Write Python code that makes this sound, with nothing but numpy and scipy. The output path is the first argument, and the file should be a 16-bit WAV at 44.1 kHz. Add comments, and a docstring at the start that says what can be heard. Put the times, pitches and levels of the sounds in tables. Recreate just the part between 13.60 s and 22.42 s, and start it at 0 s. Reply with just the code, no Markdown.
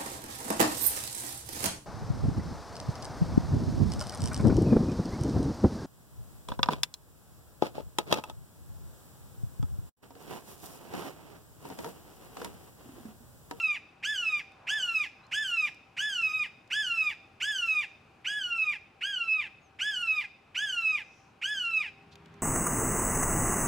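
"""A young hawk is already screaming in an oak, over quiet air and a far hum. It calls twelve times:
its voice box (the syrinx) cracks up to a high note, slides down and breaks off hoarsely. A strong
reflection beats against each gliding call, and the wood echoes it. Along the way twigs tick, leaves
rustle and a small bird chirps twice. At the end a low engine drone swells."""
import sys
import numpy as np
from scipy import signal
from scipy.fft import rfft, irfft, next_fast_len
from scipy.io import wavfile
from scipy.ndimage import uniform_filter1d

SR = 44100
rng = np.random.default_rng(int(sys.argv[2]) if len(sys.argv) > 2 else 0)


def inscribe(sig):
    """Save sig as 16-bit PCM at rate SR to the path in sys.argv[1].

    A 1-D sig is mono; a 2-D sig holds one channel per row.
    Samples are clipped to [-1, 1] before scaling.
    """
    pcm = np.round(np.clip(np.atleast_2d(sig).T, -1, 1) * 32767)
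    wavfile.write(sys.argv[1], SR, pcm.astype(np.int16))


N = 388962
T = np.arange(N) / SR
TOP_HZ = 15600  # sound above this is cut

# how the throat and open beak favour some frequencies: f/Hz, level/dB
THROAT = [(750, -20), (1200, -23), (1700, -9), (2100, -4.5), (2550, -0.5), (3000, -5), (3500, -15),
          (4300, -22.5), (5100, -20), (6100, -26), (8200, -29.5), (9400, -41), (11500, -37.5), (15000, -53)]


def hawk():
    """All the screams; reflections weaken and strengthen each harmonic in turn as it slides."""
    # one call a row: start/s, time to the break/s, rise/s, peak held until/s, drop/s, collapse/s,
    # peak f/Hz, f the drop heads for/Hz, f the slide heads for/Hz, level/dB, brightness/dB
    screams = [(-0.22, 0.37, 0.027, 0.11, 0.064, 0.032, 1738, 1456, 1163, -31, -1.5),
               (0.424, 0.37, 0.019, 0.094, 0.065, 0.03, 1744, 1425, 1173, -31.5, 0.5),
               (1.066, 0.371, 0.019, 0.1, 0.031, 0.041, 1742.0, 1559, 1191, -30.5, 0.5),
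               (1.71, 0.36, 0.021, 0.11, 0.036, 0.031, 1740, 1557, 1172, -30.5, 1.0),
               (2.364, 0.47, 0.028, 0.1, 0.15, 0.045, 1741.0, 874.0, 1231, -31, 0.0),
               (3.1, 0.4, 0.023, 0.11, 0.041, 0.041, 1735, 1471, 1198, -30, -0.5),
               (3.799, 0.42, 0.029, 0.1, 0.084, 0.041, 1751, 1445, 1188, -30.5, 0.5),
               (4.643, 0.48, 0.023, 0.14, 0.034, 0.052, 1690, 1527, 1182, -31, -6.5),
               (5.406, 0.406, 0.029, 0.091, 0.09, 0.07, 1673, 1304, 1282, -30.5, -11.5),
               (6.187, 0.42, 0.03, 0.11, 0.06, 0.057, 1729, 1458.0, 1216, -30.5, -3.5),
               (6.944, 0.43, 0.036, 0.093, 0.085, 0.056, 1751, 1407.0, 1233, -30.5, -3.5),
               (7.812, 0.41, 0.041, 0.1, 0.11, 0.075, 1755, 1201.0, 1313, -31, -4.0)]
    # bounces off nearby surfaces: delay/ms, gain
    reflections = [(5.79, 0.8), (5.148, -0.19), (4.571, -0.21), (3.987, -0.13)]
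    voice = sum(scream(call) for call in screams)
    return voice + sum(gain * delay(voice, ms) for ms, gain in reflections)


def scream(call, hoarse_hz=1130, strain_s=.13, tremble_db=.73, rattle_db=2.3):
    """One call: air shakes the membranes of the syrinx, strained at first and slack at the end."""
    start, length, _, _, _, collapse_s, *_, call_bright_db = call
    size = int((length + collapse_s) * SR)
    t = T[:size]
    hz = pitch_glide(t, call)
    level_db, bright_db = effort(t, hz, call)
    hz = hz * (1 + .0038 * wander(size, 40))  # a slight waver
    hz = uniform_filter1d(hz, size=130, mode="nearest")  # round off the corners
    slack = 1 / (1 + np.exp(np.clip((hz - hoarse_hz) / 35, -30, 30)))  # near 1 at low pitch
    strain = np.exp(-(t / strain_s) ** 4)  # near 1 on the opening note
    # the membranes rattle when slack and shake a little under strain
    rough = slack * (.023 * (1 - strain) + .017 * strain) + .0025 * strain
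    flutter = (.0015 + .003 * np.clip(bright_db / 10, 0, 1)) * wander(size, 160)
    hz = hz * (1 + rough * wander(size, 500) + flutter)
    phase = 2 * np.pi * np.cumsum(hz) / SR
    voice = syrinx(hz, phase, slack, strain, bright_db, call_bright_db)
    voice += torn_air(phase, slack, strain, bright_db)
    # the voice trembles slightly, and sputters as it collapses
    level_db += tremble_db * wander(size, 86)
    level_db += rattle_db * slack * (1 - strain) * wander(size, 280)
    fades = np.clip(t / .005, 0, 1) * np.clip((t[-1] - t) / .012, 0, 1)
    out = np.zeros(N)
    at = int(start * SR) + np.arange(size)
    heard = (at >= 0) & (at < N)
    out[at[heard]] = (voice * undb(level_db) * fades)[heard]
    return out


def pitch_glide(t, call, slack_hz=700, clear_hz=1420, break_hz=1147, crack_s=.022,
                favourite_hz=1281.4, step_hz=85.9, linger=.2):
    """Slack membranes crack up to a clear note; it rises, holds, drops, slides and collapses."""
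    # the voice catches and lifts for a moment: t/s, length/s, lift/Hz
    catches = [(0.581, 0.059, 46), (2.696, 0.12, 32.1), (6.384, .06, 51)]
    start, length, rise_s, hold_s, drop_s, collapse_s, peak_hz, drop_hz, end_hz, _, _ = call

    def ease(begin_s, span_s):
        """Stay at 1 until begin_s, then sink smoothly towards 0."""
        return np.exp(-(np.maximum(t - begin_s, 0) / span_s) ** 1.3)

    hz = drop_hz + (peak_hz - drop_hz) * ease(hold_s, drop_s)  # peak and quick drop
    hz -= (peak_hz - clear_hz) * ease(crack_s, rise_s)  # rise to the peak
    hz += (end_hz - drop_hz) * np.maximum(t - hold_s, 0) / (length - hold_s)  # slow slide
    hz -= (end_hz - break_hz) * np.exp(np.minimum(t - length, 0) / (.4 * collapse_s))  # last sag
    for s, catch_s, lift_hz in catches:
        hz += lift_hz * np.sin(np.pi * np.clip((start + t - s) / catch_s, 0, 1)) ** 2
    # the slide lingers on notes step_hz apart
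    hz -= linger * step_hz / (2 * np.pi) * np.sin(2 * np.pi * (hz - favourite_hz) / step_hz)
    hz = np.where(t < crack_s, slack_hz + (clear_hz - slack_hz) * (t / crack_s) ** 1.4, hz)
    collapse = np.exp(-np.maximum(t - length, 0) / (.55 * collapse_s))
    return np.where(t > length, slack_hz + (break_hz - slack_hz) * collapse, hz)


def effort(t, hz, call, attack_s=.027, push_s=.078, crack_s=.022):
    """Level and brightness in dB: both follow the pitch and are lifted by the first push of air."""
    # how loud and shrill the syrinx is at each pitch: f/Hz, level/dB, brightness/dB
    register = [(700, -12, -7.5), (900, -10.5, -2.5), (1188, -1.5, -0.5), (1233, 0.5, 0), (1293, 2, -5),
                (1390, -1.5, -2.5), (1458, -1.5, 9.5), (1525, -0.5, 13.5), (1677, 0.8, 6.5), (1730, 1, 0)]
    note_hz, note_db, note_bright_db = np.transpose(register)
    _, _, _, hold_s, *_, call_db, call_bright_db = call
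    push = np.exp(-(t / push_s) ** 2)
    attack_db = -16.5 * np.maximum(1 - t / attack_s, 0)
    level_db = call_db + attack_db + 3 * push + np.interp(hz, note_hz, note_db) * (t > crack_s)
    # a weak scream gets duller still on the way down
    bright_db = call_bright_db * np.interp(t, [hold_s, 2 * hold_s], [.77, 1])
    return level_db, bright_db + 5 * push + np.interp(hz, note_hz, note_bright_db)


def syrinx(hz, phase, slack, strain, bright_db, call_bright_db):
    """Vibrating membranes make harmonics (multiples of the pitch) that ring in the throat."""
    # strength of the first harmonics, the last also for all above: level/dB
    harmonics_db = [3, 0.5, -5.5, -5.5, -6, -6.5]
    # tones between the harmonics: multiple of the pitch, level/dB
    growl = [(1.5, -29.5), (1.75, -18.5)]
    # how much of the brightness each part of the treble takes: f/Hz, share
    shrill = [(3000, 0.058), (5000, 0.47), (6300, 1), (8000, 0.66), (12000, 0.28)]
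    throat_hz, throat_db = np.transpose(THROAT)
    size = len(hz)

    def tone(k, db):
        """A sine at k times the pitch, shaped by the throat and brightened by effort."""
        tone_hz = k * hz
        db = db + np.interp(np.log(tone_hz), np.log(throat_hz), throat_db)
        db += bright_db * np.interp(tone_hz, *np.transpose(shrill))
        # weak screams lose extra treble at the very top
        db += .52 * call_bright_db * np.interp(tone_hz, (9000, 12100), [0, 1])
        return np.sqrt(2) * undb(db) * np.sin(k * phase) * (tone_hz < TOP_HZ)

    # the lowest tone takes a moment to build, and fades when the membranes go slack
    build_db = -8 * np.exp(-(T[:size] / .027) ** 2)
    voice = tone(1, harmonics_db[0] + build_db - 4 * slack * (1 - strain))
    for k in range(2, 15):
        base_db = harmonics_db[min(k, len(harmonics_db)) - 1]
        flicker_db = min(2.3 * max(k - 2, .3), 2.6) * wander(size, 30)  # upper ones flicker most
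        slack_db = 3 * slack * (k == 3)  # slack membranes favour the third harmonic
        voice += tone(k, base_db + flicker_db + slack_db)
    # unequal cycles growl between the harmonics, under strain and where the voice breaks
    for k, growl_db in growl:
        voice += strain * tone(k, growl_db + 4 * wander(size, 60))
    return voice + slack * tone(2.5, -8 + 4 * wander(size, 200))


def torn_air(phase, slack, strain, bright_db):
    """Air torn once a cycle: a rasp that grows with effort, and a dull croak when slack."""
    # the rasp as it leaves the beak: f/Hz, level/dB
    rasp_colour = [(700, -19), (1500, -17), (2200, -4.5), (2900, 2), (3500, -18.5), (4200, -25.5),
                   (5200, -13), (6200, -10.5), (8200, -13.5), (9500, -20.5), (12000, -22), (15000, -41.5)]
    torn = rng.standard_normal(len(phase)) * (1 + np.cos(phase))
    rasp_db = -37 + .46 * bright_db + 6 * strain + 2 * wander(len(phase), 40)
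    rasp = unit(colour(torn, rasp_colour)) * undb(rasp_db)
    croak = unit(colour(torn, THROAT)) * undb(-15) * slack
    return rasp + croak


def oak_wood(voice):
    """The direct sound, quick echoes in the oak's crown, and the long answer of the trees around."""
    # where the hawk sits: f/Hz, left minus right level/dB
    hawk_pan = [(700, 2.5), (1290, -1), (2380, -1.94), (4400, -2), (8120, 2.5), (15000, 1)]
    # tone of the wood's long echo: f/Hz, level/dB
    wood = [(700, -1.5), (1500, 2), (2500, -0.5), (3100, 2), (3800, 5.5), (5000, 9.5), (6000, 8.5),
            (10000, -15), (15000, -25)]
    direct = np.array([colour(voice, [(hz, side * db / 2) for hz, db in hawk_pan]) for side in (1, -1)])
    off_leaves = colour(voice, [(1500, -3), (2700, -1), (4000, 2), (5500, 7), (10000, 8)])
    crown = scatter(off_leaves, decay_s=.19, db=-14.5, onset_s=.002)
    trees = scatter(colour(voice, wood), decay_s=.68, db=-20, onset_s=.0069)
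    return direct + crown + trees


def scatter(x, decay_s, db, onset_s):
    """Echoes from countless leaves and limbs, dying away by 60 dB in decay_s."""
    t = T[:2 * SR]
    tail = diffuse()[:, :len(t)] * np.exp(-np.log(1000) * t / decay_s) * (1 - np.exp(-t / onset_s))
    tail *= undb(db) / np.sqrt(np.sum(tail ** 2) / 2)
    return signal.fftconvolve(x[None], tail, axes=1)[:, :N]


def foliage(ring_s=.017, ring_width_hz=2200):
    """Twigs snap and ring briefly; leaves rustle."""
    # twigs: t/s, level/dB, centre f/Hz
    ticks = [(.92, -58, 4000), (1.667, -57, 5000), (2.146, -53, 5500), (3.076, -58, 5000),
             (8.052, -42.5, 5000), (8.556, -43.5, 2850), (8.659, -48.5, 2810), (8.741, -56, 4800)]
    # leaves: t/s, length/s, centre f/Hz, width/Hz, level/dB
    rustles = [(0.853, 0.56, 835, 900, -57.5), (1.526, 0.24, 1100, 900, -62),
               (7.368, 0.38, 5730, 1500, -71), (8.509, 0.04, 3680, 2480, -59.5)]
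    noise, out = diffuse(), np.zeros((2, N))
    snap = unit(colour(noise, [(1000, -20), (3500, -3), (8000, -11), (15000, -28)])) * undb(-20)
    for s, db, hz in ticks:
        fade = np.exp(-np.log(1000) * np.abs(T - s) / ring_s) * (T >= s)
        ring = unit(resonate(resonate(noise, hz, ring_width_hz), hz, 2 * hz))
        out += (ring * fade + snap * fade ** 2) * undb(db - 3)
    for s, length, hz, width_hz, db in rustles:
        rustle = unit(resonate(resonate(noise, hz, width_hz), hz, width_hz))
        out += rustle * swell(s, length) * undb(db)
    return out


def songbird():
    """A small far bird gives thin, gliding whistles."""
    # whistles: t/s, length/s, start f/Hz, end f/Hz, level/dB
    chirps = [(1.622, 0.053, 3880, 4250, -63), (6.01, 0.087, 6750, 5950, -70)]
    out = np.zeros(N)
    for s, length, start_hz, end_hz, db in chirps:
        hz = np.interp(T, [s, s + length], [start_hz, end_hz]) * (1 + .008 * wander(N, 200))
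        out += undb(db) * swell(s, length) * np.sin(2 * np.pi * np.cumsum(hz) / SR)
    return out


def engine(waver=.0033):
    """A distant motor: tones that follow one slightly unsteady shaft, over a rumble."""
    # the shaft's tones, before the swell: f/Hz, level/dB
    tones = [(80.7, -67), (161.4, -60.5), (242.1, -69.5), (322.8, -71), (403.6, -64), (942, -74),
             (1120, -83.5)]
    # shape of the rumble: f/Hz, level/dB
    rumble = [(25, -37), (50, -18.5), (85, -3.5), (170, -2), (260, -9.5), (550, -27), (1000, -14.5),
              (2100, -19.5), (4000, -29.5), (8000, -50), (15000, -62)]
    # how the whole drone swells: t/s, level/dB
    growth = [(7.9, -46), (8.15, -13.5), (8.4, -7), (8.65, -0.5), (8.82, 3)]
    drone = unit(colour(diffuse(), rumble)) * undb(-59)
    shaft_time = np.cumsum(1 + waver * wander(N, 8.2)) / SR
    for hz, db in tones:
        drone += np.sqrt(2) * undb(db + 1.5 * wander(N, 10)) * np.cos(2 * np.pi * hz * shaft_time)
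    return pan(drone * undb(np.interp(T, *np.transpose(growth))), .5)


def air(hum_hz=780, hum_width_hz=7):
    """Quiet outdoor air with a thin, wavering hum far away."""
    # shape of the still air's hush: f/Hz, level/dB
    air_colour = [(25, -20), (45, -13.5), (100, -1.5), (160, -5), (280, -6.5), (500, -11.5), (800, -11),
                  (1300, -13), (2050, -21.5), (2500, -13.5), (3200, -25), (5000, -31), (9000, -40.5),
                  (15000, -49)]
    hush = unit(colour(diffuse(), air_colour)) * undb(-60.5 + .53 * wander(N, 1.5))
    hum = unit(resonate(resonate(diffuse(), hum_hz, hum_width_hz), hum_hz, 60)) * undb(-70)
    return pan(hush + hum, 1.5)


def diffuse():
    """Noise from all round: left and right share the bass and less of the treble."""
    mid, side = rng.standard_normal((2, N))
    side = colour(side, [(50, -29.5), (125, -27.5), (250, -12), (600, -6.0), (4000, -6.5)])
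    return mid + np.array([side, -side])


def undb(db):
    """Turn decibels into a gain."""
    return np.exp(np.asarray(db) * np.log(10) / 20)


def unit(x):
    """Scale to an average size (rms) of 1."""
    return x / np.sqrt(np.mean(x ** 2))


def colour(x, points):
    """Turn frequencies up or down along a curve of (f/Hz, level/dB) points."""
    hz, db = np.transpose(points)
    size = next_fast_len(x.shape[-1], real=True)
    bins = np.maximum(np.fft.rfftfreq(size, 1 / SR), 1)
    gain = undb(np.interp(np.log(bins), np.log(hz), db))
    return irfft(rfft(x, size) * gain, size)[..., :x.shape[-1]]


def resonate(x, hz, width_hz):
    """Let through a band around hz, with gain 1 at its centre."""
    hz = min(hz, .45 * SR)
    return signal.lfilter(*signal.iirpeak(hz, hz / width_hz, fs=SR), x)


def wander(size, rate):
    """A smooth random curve of rms 1 that changes about rate times a second."""
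    coarse = max(size // 8, 2)
    padded = next_fast_len(coarse)
    bins = np.fft.rfftfreq(padded, size / coarse / SR)
    slow = irfft(rfft(rng.standard_normal(padded)) / (1 + (bins / rate) ** 2), padded)[:coarse]
    return np.interp(np.linspace(0, coarse - 1, size), np.arange(coarse), unit(slow))


def delay(x, ms):
    """Delay by ms milliseconds, even between samples."""
    size = next_fast_len(len(x) + SR)
    turns = np.fft.rfftfreq(size, 1 / SR) * ms / 1000
    return irfft(rfft(x, size) * np.exp(-2j * np.pi * turns), size)[:len(x)]


def swell(start, length):
    """A smooth rise and fall."""
    return np.sin(np.pi * np.clip((T - start) / length, 0, 1))


def pan(x, db):
    """Make the left channel db louder than the right."""
    return x * undb(np.array([[db], [-db]]) / 2)


def scene():
    """The hawk in its wood, over the background."""
    return oak_wood(hawk()) + air() + engine() + foliage() + songbird()


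def record(dry, ceiling_db=-21.8, react_s=.003):
    """A limiter holds the loudest swells down, and a filter cuts the highest treble."""
    keep = np.exp(-1 / (react_s * SR))
    power = signal.lfilter([1 - keep], [1, -keep], np.mean(dry ** 2, axis=0))
    gain = (1 + (power / undb(ceiling_db) ** 2) ** 4) ** (-1 / 8)
    return signal.sosfilt(signal.ellip(8, .2, 70, TOP_HZ, fs=SR, output="sos"), dry * gain)


dry = scene()
out = record(dry)
inscribe(out)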